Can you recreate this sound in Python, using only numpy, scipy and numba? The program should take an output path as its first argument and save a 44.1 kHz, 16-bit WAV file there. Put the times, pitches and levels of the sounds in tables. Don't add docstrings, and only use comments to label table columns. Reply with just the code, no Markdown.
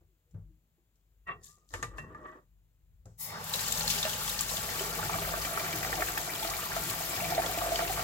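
import sys
import numpy as np
from scipy import signal
from scipy.fft import rfft, irfft, next_fast_len
from scipy.io import wavfile
from scipy.ndimage import uniform_filter1d
from numba import njit

SR = 44100
rng = np.random.default_rng(int(sys.argv[2]) if len(sys.argv) > 2 else 0)


def persist_wave(psi):
    counts = np.round(np.clip(psi, -1, 1) * 32767).astype(np.int16)
    wavfile.write(sys.argv[1], SR, np.atleast_2d(counts).T)


def volts_from_decibels(level):
    exponent = np.asarray(level, float) / 20
    return 10 ** exponent


N = 354123
SIZE = next_fast_len(N + 8192)
HZ = np.maximum(np.arange(SIZE // 2 + 1) * SR / SIZE, 1)
SIDES = np.array([[1], [-1]])

OPENS_S = 3.17
SHALLOW_S, DEEP_S = 4.24, 5.54
# (frequency [Hz], density [dB per Hz])
WET_RICE_COLOUR = [(1180, -62), (2000, -18.5), (2530, -19), (3550, -7.5), (4380, -10), (7190, -3),
                   (11700, -6), (16000, -13.5)]
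# (frequency [Hz], gain [dB])
MIC_COLOUR = [(20, -1.5), (5800, -1), (7300, 2.5), (8300, -3), (9100, -7), (10300, -4.5), (12000, -2.5),
              (16000, -2)]


def shape(table):
    hz, value = np.transpose(table)
    return np.interp(np.log(HZ), np.log(hz), value)


def colour(x, gain):
    return irfft(rfft(x, SIZE) * gain, SIZE)[..., :N]


def unit(x):
    return x / np.sqrt(np.mean(x ** 2))


def band(lo_hz, hi_hz):
    return 1 / np.sqrt((1 + (lo_hz / HZ) ** 8) * (1 + (HZ / hi_hz) ** 8))


def resonances(modes):
    return sum((-1) ** k * volts_from_decibels(db) / (1 + 2j * (HZ - hz) / width)
               for k, (hz, db, width) in enumerate(modes))


def curve(rows):
    s, *columns = np.transpose(rows)
    t = np.arange(N) / SR
    last = columns[0][-1] if s[-1] > t[-1] - .1 else -140
    level = np.interp(t, s, columns[0], -140, last)
    return [level] + [np.interp(t, s, c) for c in columns[1:]]


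def ramp(s, length_s):
    return np.clip((np.arange(N) / SR - s) / length_s, 0, 1)


def puff(s, tau_s):
    age = np.maximum(np.arange(N) / SR - s, 0)
    return (age > 0) * np.exp(-age / tau_s)


def swell(s, rise_s, fall_s):
    age = np.arange(N) / SR - s
    return np.exp(np.where(age < 0, age / rise_s, -age / fall_s))


def walk(rate):
    k = max(int(SR / rate), 2)
    held = np.repeat(rng.standard_normal(N // k + 1), k)
    return uniform_filter1d(uniform_filter1d(held, k), k)[:N]


def hiss():
    # (frequency [Hz], likeness of left and right [0 to 1])
    likeness = [(200, 0.97), (500, 0.98), (1000, 0.58), (2000, 0.79), (5000, 0.13), (16000, 0.23)]
    alike = np.clip(shape(likeness), 0, 1)
    mid, side = rfft(rng.standard_normal((2, N)), SIZE)
    return irfft(mid * np.sqrt(1 + alike) + SIDES * side * np.sqrt(1 - alike), SIZE)[:, :N]


def steady(x):
    envelope = np.sqrt(uniform_filter1d(x ** 2, int(.07 * SR)))
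    return unit(x / (envelope + 0.28 * x.std()))


def bursts(s, db, tau_s, noise):
    gate = np.zeros(N)
    gate[(s * SR).astype(int)] = volts_from_decibels(db)
    fall = signal.lfilter([1], [1, -np.exp(-1 / (tau_s * SR))], gate)
    return uniform_filter1d(fall, int(.004 * SR)) * noise


@njit
def ring(rows, n):
    out = np.zeros((2, n))
    for k in range(len(rows)):
        s, hz, t60, glide, left, right, lead, rise = rows[k]
        a, m = int(s * SR), int(t60 * SR)
        z, p = 1 + 0j, np.exp((2j * np.pi * hz - np.log(1000) / t60) / SR)
        turn = np.exp(2j * np.pi * hz * glide / SR / max(m, 1))
        closed, opening = 1., np.exp(-1 / (rise * SR))
        for i in range(a, min(a + m, n - 64)):
            closed *= opening
            out[0, i + 30] += left * z.imag * (1 - closed)
            out[1, i + 30 - int(lead)] += right * z.imag * (1 - closed)
            z, p = z * p, p * turn
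    return out


def grains(s, db, hz, pan_db, cycles, glide, lead, rise_cycles):
    place = (volts_from_decibels(db + pan_db / 2), volts_from_decibels(db - pan_db / 2), np.clip(lead, -29, 29))
    rise_s = np.maximum(rise_cycles, .01) / hz
    columns = (s - 30 / SR, hz, cycles * 3 / hz, glide, *place, rise_s)
    return ring(np.stack(np.broadcast_arrays(*columns), axis=1).astype(float), N)


def swarm(t0, t1, lo_hz, hi_hz, cycles, scatter_db, lead, count, glide=0.47):
    u = rng.random((count, 5)).T
    s = t0 + (t1 - t0) * u[0]
    hz = lo_hz * (hi_hz / lo_hz) ** u[1]
    size_db = -scatter_db * np.log(u[2] + .02)
    return grains(s, size_db, hz, 8 * (u[3] - .5), cycles, glide, lead * (2 * u[4] - 1), 0.48)


def room():
    room_colour = [(150, -36.5), (240, -3), (851, -12), (3370, -16), (5730, -22), (7270, -12.5),
                   (8580, -24), (14500, -13.5)]
    return unit(colour(hiss(), volts_from_decibels(shape(room_colour) - shape(MIC_COLOUR)))) * volts_from_decibels(-77.0)


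def echoes(near):
    age = np.arange(4096) / SR
    echo = rng.standard_normal((2, 4096)) * np.exp(-age / 0.012) * (age > .0012)
    return colour(near.mean(axis=0), rfft(echo, SIZE) * band(280, 16000)) * volts_from_decibels(-30.5)


def basin():
    # (frequency [Hz], width [Hz], level [dB])
    basin_modes = [(48.8, 1.5, 7.5), (101, 24.6, -1.5), (164.4, 10.8, 5), (230.7, 14.7, -5)]
    # (time [s], peak level [dB], half length [s])
    sways = [(0.0, -65, 0.097), (.44, -53, .09), (1.307, -64.5, 0.2), (1.773, -49, .05), (1.93, -48, .07),
             (2.12, -59, 0.17), (2.564, -65.5, .12), (2.999, -60, 0.19), (3.85, -52.5, .25),
             (4.5, -52, 0.66), (5.33, -46, 0.28), (6.003, -46.5, 0.22), (6.5, -51, 0.091),
             (6.777, -47, 0.043), (7.85, -46.5, 0.78)]
    # (time [s], peak level [dB], fall [s])
    jolts = [
        (.345, -48, 0.071),
        (1.28, -53.5, .1),
        (1.83, -45.5, 0.04),
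        (2.0, -48, 0.12),
        (3.06, -57, 0.083),
    ]
    rest_drum_db, rest_thud_db = -74, -83
    t = np.arange(N) / SR
    drum = volts_from_decibels(rest_drum_db) + sum(volts_from_decibels(db) * np.exp(-((t - s) / half_s) ** 2) for s, db, half_s in sways)
    thud = volts_from_decibels(rest_thud_db) + sum(volts_from_decibels(db) * swell(s, 0.0055, fall_s) for s, db, fall_s in jolts)
    depth = ramp(SHALLOW_S, DEEP_S - SHALLOW_S)
    pound_db = -50 + 1.5 * depth + 4 * walk(6)
    thud = thud + ramp(OPENS_S, .18) * volts_from_decibels(pound_db)
    modes = resonances([(hz, db, width) for hz, width, db in basin_modes])
    noise = hiss()
    drumming = steady(colour(noise, (modes + 0.16) * band(31, 70)))
    thudding = steady(colour(noise, modes * band(80, 230)))
    return drum * drumming + thud * thudding


def bumps():
    # (time [s], peak level [dB], pitch [Hz], body level [dB], tick level [dB])
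    bump_events = [
        (.01, -64, 338, -69.5, -86),
        (0.345, -33, 102.3, -57.5, -95),
        (0.781, -68, 346, -78, -99),
        (1.735, -37, 95.4, -69, -99),
        (1.84, -38, 112, -71, -99),
        (0.31, -78, 467, -82, -72),
        (0.957, -92, 300, -86.5, -74),
        (3.056, -42.5, 110, -55, -58),
    ]
    s, db, hz, body_db, tick_db = np.transpose(bump_events)
    t60 = 0.27 * (100 / hz) ** .35
    out = grains(s, db, hz, 0, t60 * hz / 3, -0.039, 0, 0.35)
    body = unit(colour(hiss(), band(200, 560) + 0.24 * band(620, 1400)))
    tick = unit(colour(hiss(), band(6400, 7500) + 0.15 * band(1500, 8000)))
    for k in range(len(s)):
        out += volts_from_decibels(body_db[k]) * puff(s[k], t60[k] * 0.14) * body
        tick_fall = puff(s[k], 0.0043) + 0.2 * puff(s[k], t60[k] * 0.41)
        out += volts_from_decibels(tick_db[k]) * tick_fall * tick
    return out


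def singing():
    # (time [s], half length [s], peak level [dB], start pitch [Hz], end pitch [Hz])
    sung_tones = [(1.46, 0.043, -67, 1800, 1700), (1.385, 0.033, -68, 1930, 1880),
                  (1.525, 0.044, -63, 1190, 1185), (1.63, .07, -76.5, 1300, 1190),
                  (2.1, .03, -59, 1760, 1600), (2.22, 0.069, -51.5, 1050, 1200),
                  (2.29, .05, -51, 1200, 1080), (2.28, .04, -50.5, 1880, 1930),
                  (2.26, 0.065, -55, 615, 625), (2.37, .05, -66, 620, 600), (2.33, 0.046, -60, 360, 340),
                  (.12, .04, -75.5, 440, 280), (.28, 0.027, -81, 480, 480), (0.498, 0.064, -71.5, 330, 310),
                  (4.815, .014, -33, 385, 390)]
    t, out = np.arange(N) / SR, np.zeros(N)
    for s, half_s, db, from_hz, to_hz in sung_tones:
        along = (t - s) / half_s
        slide_hz = from_hz + (to_hz - from_hz) * np.clip(along / 3 + .5, 0, 1)
        hz = slide_hz * (1 + .015 * walk(60))
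        level = volts_from_decibels(db + 5 * walk(50)) * np.exp(-along ** 2)
        out += level * np.sin(2 * np.pi * np.cumsum(hz) / SR)
    return out


def rustle():
    # (time [s], peak level [dB], rise [s], fall [s])
    strokes = [
        (1.444, -51, 0.01, 0.049),
        (1.69, -65.5, 0.0028, 0.055),
        (1.742, -53.5, .018, 0.03),
        (1.828, -64, .006, .025),
        (1.981, -58.5, 0.0092, 0.022),
        (2.296, -77.5, .3, 0.13),
    ]
    crackle = unit(swarm(0.84, 3.4, 3700, 16000, 3.5, 3.2, 6, count=3000)[:, SR:3 * SR])
    crackle = np.pad(crackle, ((0, 0), (SR, N - 3 * SR)))
    crackle = crackle + 0.68 * unit(hiss()) * volts_from_decibels(4.0 * walk(70))
    level = sum(volts_from_decibels(db) * swell(s, rise_s, fall_s) for s, db, rise_s, fall_s in strokes)
    level = level * ramp(1.3, .05) * (1 - ramp(2.4, .08))
    return level * unit(colour(crackle, volts_from_decibels(shape(WET_RICE_COLOUR)))) * 0.77


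def drag():
    # (time [s], level [dB], lift of high modes [dB], lows falling by twice as much)
    drags = [
        [(1.25, -108, 7), (1.272, -47, 8.5), (1.31, -39, 7.5), (1.384, -63.5, -2.5), (1.534, -79.5, 4),
         (1.66, -85, -6.5)],
        [(1.705, -62.5, -1.5), (1.768, -60, -4), (1.896, -61, -1), (2.17, -57, -3), (2.224, -56.5, -3.5),
         (2.266, -50.5, 1.5), (2.388, -64, -2.5), (2.48, -103, -6)],
    ]
    # (frequency [Hz], level [dB], width [Hz])
    walls = [
        [(390, 1.5, 77), (716, -7.5, 88), (1110, 2.5, 31), (1198, -5.5, 14), (1310, -13, 36), (1810, -11, 37),
         (1910, -0.5, 12), (2720, -8, 12), (3340, -30, 27)],
        [(300, -8, 91), (378, -5, 42), (486, -14.5, 80), (630, -3, 7.2), (955, -19, 70), (1075, -0.5, 12),
         (1180, -6.5, 130), (1772, 1, 28), (1923, -4, 19), (2740, -22, 40)],
    ]
    out = 0
    slips = hiss() * volts_from_decibels(4.5 * walk(120))
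    for rows, modes, bed in zip(drags, walls, (.006, .05)):
        wall = (resonances(modes) + bed) * band(220, 3500) ** 2
        low = unit(colour(slips, wall * band(1, 900)))
        high = unit(colour(slips, wall * band(900, 20000)))
        top = colour(high, band(1600, 20000))
        db, tilt_db = curve(rows)
        out = out + volts_from_decibels(db) * (volts_from_decibels(-2 * tilt_db) * low + high + (volts_from_decibels(tilt_db) - 1) * top)
    return out


def knocks():
    # (time [s], peak level [dB], crack level [dB], crack tail [s])
    knock_events = [
        (1.273, -41.5, -27.5, 0.069),
        (1.738, -22.5, -19, 0.052),
        (1.827, -24, -14, 0.024),
        (1.983, -30, -24.5, 0.03),
        (2.147, -47, -23, 0.03),
    ]
    # (frequency [Hz], level [dB], t60 [s])
    struck_modes = [
        [(1100, 1, .2), (1206, -22, 0.4), (1870, -2, 0.16), (2700, -11, 0.16)],
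        [(504, -39, 0.29), (607, -21, 0.25), (920, -5, 0.064), (1763, -5.5, 0.097), (2990, -20, 0.02)],
        [(465, -12.5, 0.17), (1197, -0.5, 0.11), (1773, 2.5, 0.065), (1940, -15.5, 0.21), (2676, -30.5, 0.31),
         (3800, -27.5, 0.18), (6670, -8.5, 0.05)],
        [(600, -17, 0.2), (1100, -14, 0.17), (1070, -3, 0.06), (1760, 0.5, 0.12), (1890, -10, 0.35),
         (2380, -30, 0.21), (2700, -10, 0.21)],
        [(1207, 11, 0.15), (933, 7, .1), (1744, 12, 0.066), (1880, -8, 0.3)],
    ]
    out = 0
    rough = unit(colour(hiss(), band(250, 9700) * volts_from_decibels(shape(WET_RICE_COLOUR) * .5)))
    thick = unit(colour(hiss(), band(300, 2300)))
    for (s, db, crack_db, tail_s), modes in zip(knock_events, struck_modes):
        hz, mode_db, t60 = np.transpose(modes)
        out = out + grains(s, db - 5.0 + mode_db, hz, 0, np.minimum(t60, .7) * hz / 3, 0, 0, 0.69)
        out += volts_from_decibels(db + crack_db) * (puff(s, 0.0029) + 0.42 * puff(s, tail_s)) * rough
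        out += volts_from_decibels(db + crack_db * 0.23 - 7.5) * puff(s, 0.015) * thick
    return out


def valve():
    # (frequency [Hz], width [Hz], level [dB])
    whistles = [(1970, 230, -14), (3760, 69, -3), (4200, 60, -7), (4550, 90, -4), (5200, 120, -1),
                (6900, 600, -2.5)]
    gaps = resonances([(hz, db, width) for hz, width, db in whistles])
    return unit(colour(hiss(), gaps + 0.12 * band(3500, 9000) + band(8400, 17000) * 0.55))


def splashing():
    low, high, bed = walk(30), walk(40), 0
    for hz in 230 * 2 ** np.arange(0, 6.3, .5):
        shared = low if hz < 2600 else high
        flicker = volts_from_decibels(1.24 * shared + 0.49 * walk(12) + 2.16 * walk(50))
        bed = bed + flicker * unit(colour(hiss(), band(hz / 1.19, hz * 1.19))) * np.sqrt(hz)
    crackle = colour(swarm(3.4, 8.03, 2380, 17400, 7.3, 3.26, 8, count=6000), HZ)
    fizz = colour(swarm(3.4, 8.03, 280.3, 3030, 7.9, 4.4, 6, count=2500), HZ ** 0.57)
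    return unit(bed) + .5 * unit(crackle) + 0.24 * unit(fizz)


def pot_voices(flat):
    # (frequency [Hz], density [dB per Hz])
    stream_colours = [
        [(120, -45), (200, 6), (322, -16), (680, -12), (933, -11), (2090, -15.5), (7270, -10.5), (16000, -12.5)],
        [(120, -47.5), (200, -7), (500, -13), (660, -9), (990, -9.5), (2900, -13), (8000, -10.5),
         (16000, -11.5)],
    ]
    # (frequency [Hz], shallow level [dB], deep level [dB], width [Hz])
    hollow = [(324.4, -48, -8.5, 53), (407.7, -2, 0.5, 15), (474, -8, -14.5, 41), (606.4, 4, -14.5, 11.5),
              (650, -10.5, -3.5, 31), (722, -2.5, -7, 27), (841, -8, -16.5, 43), (939.4, 1.5, 0, 16),
              (1151, -11.5, -13, 67), (1397, -4.5, -2, 81), (1750, -12, -14.5, 120), (1933, -7, -2.5, 71),
              (2340, -29, -10.5, 79), (3770, -34, -6.5, 82)]
    voices = []
    for k in range(2):
        modes = resonances([(m[0], m[k + 1], m[3]) for m in hollow])
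        voices.append(unit(colour(flat, volts_from_decibels(shape(stream_colours[k])) * 1.08 + modes)))
    return voices


def bubbles(churn):
    # (time [s], peak level [dB], pitch [Hz])
    big_bubbles = [(4.051, -26.5, 627), (4.155, -42, 820), (4.537, -34.5, 630), (4.578, -36.5, 663),
                   (4.64, -37, 641), (4.681, -34.5, 647), (4.807, -32.5, 643), (4.993, -33, 850),
                   (5.025, -35.5, 632), (5.096, -36, 877), (5.126, -35, 732), (5.14, -34, 770),
                   (5.153, -32, 656), (5.218, -34, 647), (5.259, -39, 666), (5.276, -30, 640),
                   (5.322, -43, 670), (5.338, -30.5, 637), (5.378, -38, 670), (5.472, -35.5, 714),
                   (5.527, -32, 655), (5.56, -38, 754), (5.575, -34, 650), (5.599, -30, 647),
                   (5.798, -42, 789), (5.896, -36, 860), (5.926, -34, 762), (5.976, -32, 713),
                   (5.993, -29.5, 626), (6.276, -36, 690), (6.424, -30.5, 872), (6.448, -30, 660),
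                   (6.486, -36, 751), (6.537, -39, 813), (6.764, -26, 662), (6.97, -41, 720),
                   (7.005, -35, 657), (7.099, -37, 676), (7.183, -38, 773), (7.219, -29.5, 657),
                   (7.26, -34, 713), (7.306, -34, 729), (7.321, -25, 705), (7.363, -32, 765),
                   (7.378, -19, 660), (7.493, -30, 734), (7.518, -34, 732), (7.544, -30, 647),
                   (7.574, -30, 674), (7.619, -26, 680), (7.663, -28.5, 668), (7.718, -21.5, 664),
                   (7.792, -26, 670), (7.822, -25, 683), (7.897, -27.5, 750), (7.975, -31, 670)]
    # (time [s], peak level [dB], pitch [Hz])
    twins = [
        (4.062, -31, 623),
        (7.232, -32, 682),
        (7.34, -33, 704),
        (7.391, -23.5, 718),
        (7.587, -32.5, 685),
        (7.637, -29, 700),
        (7.745, -31, 690),
    ]
    # (time [s], peak level [dB], pitch [Hz])
    blips = [(4.6914, -30, 1920), (4.7957, -37, 1760), (5.096, -28, 930), (5.125, -33, 1240),
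             (5.1415, -30, 1160), (5.1845, -30, 1140), (5.249, -30, 1880), (5.2904, -33, 1370),
             (5.3382, -31, 1150), (5.449, -31, 1870), (5.5749, -19, 1275), (5.5962, -31, 1850),
             (5.6929, -33, 1950), (5.8291, -28, 1940), (5.8468, -26, 1930), (5.9282, -26.5, 1920),
             (6.0229, -21.5, 1780), (6.0845, -27.5, 1720), (6.1763, -23.5, 1720), (6.4482, -31, 1280),
             (6.764, -29, 1350), (6.9378, -33, 1350), (7.3881, -27, 890), (7.419, -31, 1660),
             (7.4652, -32, 1110), (7.615, -27.5, 1170), (7.7408, -36, 1170), (7.7902, -26, 1730),
             (7.974, -33, 1130), (7.9942, -26, 1370)]
    # (time [s], peak level [dB])
    slaps = [
        (5.246, -41),
        (5.927, -33),
        (6.019, -21.5),
        (6.763, -30),
        (7.793, -32),
    ]
    s, db, hz = np.transpose(list(big_bubbles) + list(twins))
    slap_db = -5 - 4.5 * (s - SHALLOW_S)
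    cycles = 12.8 + 0.23 * (db + 29)
    out = grains(s, db + 7.5, hz, 0, cycles, 0.031, 0, 2.34)
    out += bursts(s, db + slap_db - 8.5, 0.0071, churn)
    s, db, hz = np.transpose(blips)
    out += grains(s, db + 7.0, hz, 0, 7.7, .08, 0, 1.4) + bursts(s, db - 10.0, 0.0032, churn)
    return out + bursts(*np.transpose(slaps), 0.0064, churn * volts_from_decibels(-8.0))


def droplets(spray, spout):
    # (time [s], peak level [dB], pitch [Hz])
    snaps = [(3.5376, -18, 3870), (3.5925, -24.5, 3930), (3.6863, -34, 3500), (3.7227, -26.5, 3640),
             (3.808, -26, 4230), (3.8779, -18, 4220), (3.9018, -22, 3530), (3.9846, -30.5, 2900),
             (4.029, -20.5, 3550), (4.051, -26, 2750), (4.0944, -28.5, 3340), (4.1313, -30, 3130),
             (4.2774, -27, 3290), (4.2954, -27, 3650), (4.3902, -20.5, 4370), (4.494, -27, 4020),
             (4.5683, -26.5, 3520), (4.7928, -29, 2990), (5.1325, -31, 2280), (5.4189, -29, 5840),
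             (5.4508, -30, 3140), (5.5965, -30.5, 2290), (5.6458, -35, 2280), (5.6793, -37.5, 2420),
             (5.7272, -29, 2300), (5.8294, -34.5, 2460), (5.9556, -37.5, 5170), (6.007, -28, 2380),
             (6.0709, -33.5, 2520), (6.1746, -29.5, 2490), (6.3363, -31, 4550), (6.3941, -31, 4450),
             (6.4306, -30.5, 3380), (6.474, -30, 4290), (6.5009, -29, 4550), (6.8975, -29.5, 4150),
             (7.1629, -33.5, 2550), (7.2432, -30, 2290), (7.3036, -32.5, 3420), (7.349, -28.5, 4150),
             (7.4198, -30, 2340), (7.4617, -27, 3320), (7.5834, -29.5, 2440), (7.7575, -22.5, 4560),
             (7.8758, -31, 2610)]
    # (time [s], peak level [dB], pitch [Hz])
    ticks = [(3.4418, -24, 12640), (3.4957, -23.5, 14670), (3.5323, -26.5, 7360), (3.559, -21, 14000),
             (3.6089, -23.5, 7370), (3.6827, -22.5, 7300), (3.7222, -17, 7400), (3.774, -24.5, 6550),
             (3.795, -21.5, 7400), (3.8773, -28, 6740), (3.9035, -22, 8100), (4.2935, -21.5, 10850),
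             (4.4091, -16, 7310), (4.5643, -28, 7330), (5.5324, -25, 10900), (5.5839, -26.5, 11500),
             (5.759, -22.5, 14760), (6.1177, -24, 12350), (6.1787, -20.5, 14000), (6.204, -30, 6320),
             (6.6051, -29, 13200), (6.8218, -29.5, 12400), (6.8371, -24.5, 12500), (6.9042, -20, 15300),
             (6.9488, -23.5, 13200), (7.0087, -29, 15500), (7.0945, -24.5, 15750), (7.5116, -26.5, 12700),
             (7.537, -27.5, 13300), (7.866, -29, 14000)]
    s, db, hz = np.transpose(snaps)
    spatter_db = -37 + .5 * (db + 22)
    out = grains(s, db + 4.0, hz, 0, 17.0, 0.12, 0, 2.2)
    out += bursts(s, db - 12.5, 0.0059, spray) + bursts(s, spatter_db - 10.5, 0.0031, spout)
    s, db, hz = np.transpose(ticks)
    return out + grains(s, db + 3.5, hz, 0, 15.0, 0.027, 0, 2.0) + bursts(s, db - 7.5, 0.003, spout)


def water():
    # (time [s], splashing level [dB], trapped air level [dB])
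    flow = [(3.3, -7, -13), (3.46, -2.5, -2.5), (3.6, 2, -5), (3.86, 3.5, -1), (3.91, 9, -7),
            (3.97, 4, -2.5), (4.14, 0.5, -3), (4.5, 1, -3.5), (4.85, 0.5, 1), (5.6, -1, -0.5),
            (5.9, -1.5, 3.5), (6.6, -1, -2.5), (7.15, 0.5, 1), (7.35, -1.5, 3), (7.62, -1, 2),
            (7.72, 0, 4.5), (8.03, -1, 0.5)]
    t = np.arange(N) / SR
    depth = ramp(SHALLOW_S, DEEP_S - SHALLOW_S)
    landed = ramp(3.3, 0.25)
    shallow, deep = pot_voices(splashing())
    in_pot = (1 - depth) * shallow + depth * deep
    in_air = valve() + 0.33 * colour(shallow, band(160, 1220))
    sound = landed * in_pot + (1 - landed) * in_air
    edges_hz = ((200, 676), (850, 1840), (2500, 5230), (8700, 51000))
    gurgle, churn, spray, spout = (unit(colour(sound, band(*edge))) for edge in edges_hz)

    s, splash, air = np.transpose(flow)
    splash_db, air_db = np.interp(t, s, splash), np.interp(t, s, air)
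    gush = np.exp(-((t - 3.338) / 0.071) ** 2)
    spit_s, spit_hold_s = 0.046, 0.074
    spit = np.minimum(puff(OPENS_S, spit_s) * np.exp(spit_hold_s / spit_s), 1)
    lands_s, landing_s = 3.435, 0.074
    hissing = volts_from_decibels(-43.5 + 0.42 * splash_db) * ramp(lands_s - landing_s, 2 * landing_s)
    hissing = hissing + volts_from_decibels(-42.5) * spit
    mix = (volts_from_decibels(-50 + air_db) * landed + volts_from_decibels(-44.5) * gush) * gurgle
    mix += (volts_from_decibels(-45 + 0.11 * air_db) + volts_from_decibels(-37.5) * gush) * churn
    mix += volts_from_decibels(-43 + splash_db) * spray + volts_from_decibels(6.5) * hissing * spout
    plops = swarm(SHALLOW_S, 8.03, 641, 749, 14.2, 2.05, 6, count=260, glide=.06)
    mix += volts_from_decibels(-41 + 1.33 * air_db) * np.sqrt(depth) * plops
    mix *= ramp(OPENS_S, 0.041) ** 2
    return mix + bubbles(churn) + droplets(spray, spout)


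def scene():
    near = bumps() + singing() + rustle() + drag() + knocks() + water()
    return room() + echoes(near) + basin() + near


def roll_off(x):
    return signal.sosfilt(signal.butter(12, 15960, fs=SR, output="sos"), x)


def record(dry):
    # (frequency [Hz], left minus right [dB])
    left_db = [(50, 4), (300, 1), (1000, -2), (4000, 3.5), (8000, 5.5), (14000, 6)]
    # (frequency [Hz], phase by which left leads [radians])
    left_lead = [(60, 0.26), (250, -0.45), (500, 0.4), (700, 0.92), (1000, 1.75), (2400, 1.5), (4200, 1.48),
                 (6600, 6), (14000, -20.5)]
    gain = volts_from_decibels(shape(MIC_COLOUR) + SIDES * shape(left_db) / 2)
    ports = gain * np.exp(.5j * SIDES * shape(left_lead))
    return roll_off(colour(dry, ports * (HZ < 15950)))


dry = scene()
out = record(dry)
persist_wave(out)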